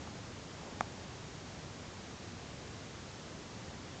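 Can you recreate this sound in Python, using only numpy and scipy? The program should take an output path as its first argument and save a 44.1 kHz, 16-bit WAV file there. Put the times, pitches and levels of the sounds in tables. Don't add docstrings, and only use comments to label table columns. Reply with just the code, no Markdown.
import sys
import numpy as np
from scipy import signal
from scipy.fft import rfft, irfft
from scipy.io import wavfile

SR = 44100
rng = np.random.default_rng(int(sys.argv[2]) if len(sys.argv) > 2 else 0)


def to_wav(s):
    ch = np.atleast_2d(s).T
    pcm = np.round(np.clip(ch, -1, 1) * 32767)
    wavfile.write(sys.argv[1], SR, pcm.astype(np.int16))


N = 176400

# f/Hz, relative level/dB
RUMBLE_SPECTRUM = [(15, -52), (25, -30), (43, -12.5), (65, -4.5), (102, 0), (165, -2.5), (250, -5.5),
                   (470, -10), (900, -15.5), (2000, -23), (7000, -56)]
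# f/Hz, relative level/dB
HISS_SPECTRUM = [(100, 1), (2000, 0.5), (4000, -0.5), (7200, -2.5), (7650, -5), (8100, -7.5), (8600, -5.5),
                 (9000, -17)]
# start t/s (below 0 plays at 0), level/dB, f/Hz, t/s to fade by 60 dB
THUMP_TONE = (-0.8, -51, 80.5, 1)
# f/Hz, relative level/dB
RUSTLE_SPECTRUM = [(60, -16.5), (160, -1.5), (270, 2), (450, -4), (850, 0), (1500, -12), (4000, -32.5)]
# t/s, level/dB
RUSTLE_LOUDNESS = [(0, -54.5), (.3, -65.5), (0.579, -58), (.68, -52), (.78, -58), (.87, -55.5),
                   (1.05, -65.5)]
# t/s, level/dB, f/Hz above which the knock is dulled
CASING_KNOCKS = [(.074, -21.5, 1600), (.7235, -4, 420), (.8085, -1.5, 2090)]
# f/Hz, relative level/dB, t/s to fade by 60 dB
CASING_TONES = [(247, -31, 0.043), (563, -33, 0.0069), (796, -16.5, 0.013), (1132, -20, .011),
                (1660, -36.5, 0.013), (2110, -30.5, 0.011)]
# f/Hz, level/dB, t/s to fade by 60 dB
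SNAP_TONES = [(3450, -31.5, 0.004), (6200, -25, .0014)]


def from_db(db):
    return 10 ** (np.asarray(db) / 20)


def noise(spectrum):
    hz, db = np.transpose(spectrum)
    grid_hz = np.maximum(np.arange(N // 2 + 1) * SR / N, 1)
    gains = from_db(np.interp(np.log(grid_hz), np.log(hz), db))
    shaped = irfft(rfft(rng.standard_normal(N)) * gains, N)
    return shaped / np.std(shaped)


def impulse(s):
    tap = np.zeros(N)
    tap[int(np.clip(s * SR, 0, N - 1))] = 1
    return tap + 1e-18


def ring(taps, hz, fade_s):
    decay = from_db(-60 / (fade_s * SR))
    angle = 2 * np.pi * hz / SR
    return signal.lfilter([.5, 0, -.5], [1, -2 * decay * np.cos(angle), decay * decay], taps)


def soften(tap, hz):
    return signal.sosfilt(signal.butter(4, min(hz, SR / 2 - 1), fs=SR, output="sos"), tap)


def rumble_and_hiss(rumble_db=-48.5, hiss_db=-53):
    return from_db(rumble_db) * noise(RUMBLE_SPECTRUM) + from_db(hiss_db) * noise(HISS_SPECTRUM)


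def low_thump():
    start_s, db, hz, fade_s = THUMP_TONE
    return from_db(db) * ring(impulse(start_s), hz, fade_s)


def handling_rustle():
    times_s, levels_db = np.transpose(RUSTLE_LOUDNESS)
    loudness = from_db(np.interp(np.arange(N) / SR, times_s, levels_db))
    return loudness * noise(RUSTLE_SPECTRUM)


def casing_knocks(snap_s=.8084):
    taps = sum(from_db(db) * soften(impulse(s), hz) for s, db, hz in CASING_KNOCKS)
    ringing = sum(from_db(db) * ring(taps, hz, fade_s) for hz, db, fade_s in CASING_TONES)
    snap = sum(from_db(db) * ring(impulse(snap_s), hz, fade_s) for hz, db, fade_s in SNAP_TONES)
    return ringing + snap


def scene():
    return (rumble_and_hiss() + low_thump() + handling_rustle() + casing_knocks())[None, :]


def record(dry):
    dull_above_hz, cut_above_hz = 7600, 8900
    dulled = signal.sosfilt(signal.butter(12, dull_above_hz, fs=SR, output="sos"), dry)
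    return signal.sosfilt(signal.ellip(10, .1, 80, cut_above_hz, fs=SR, output="sos"), dulled)


dry = scene()
out = record(dry)
to_wav(out)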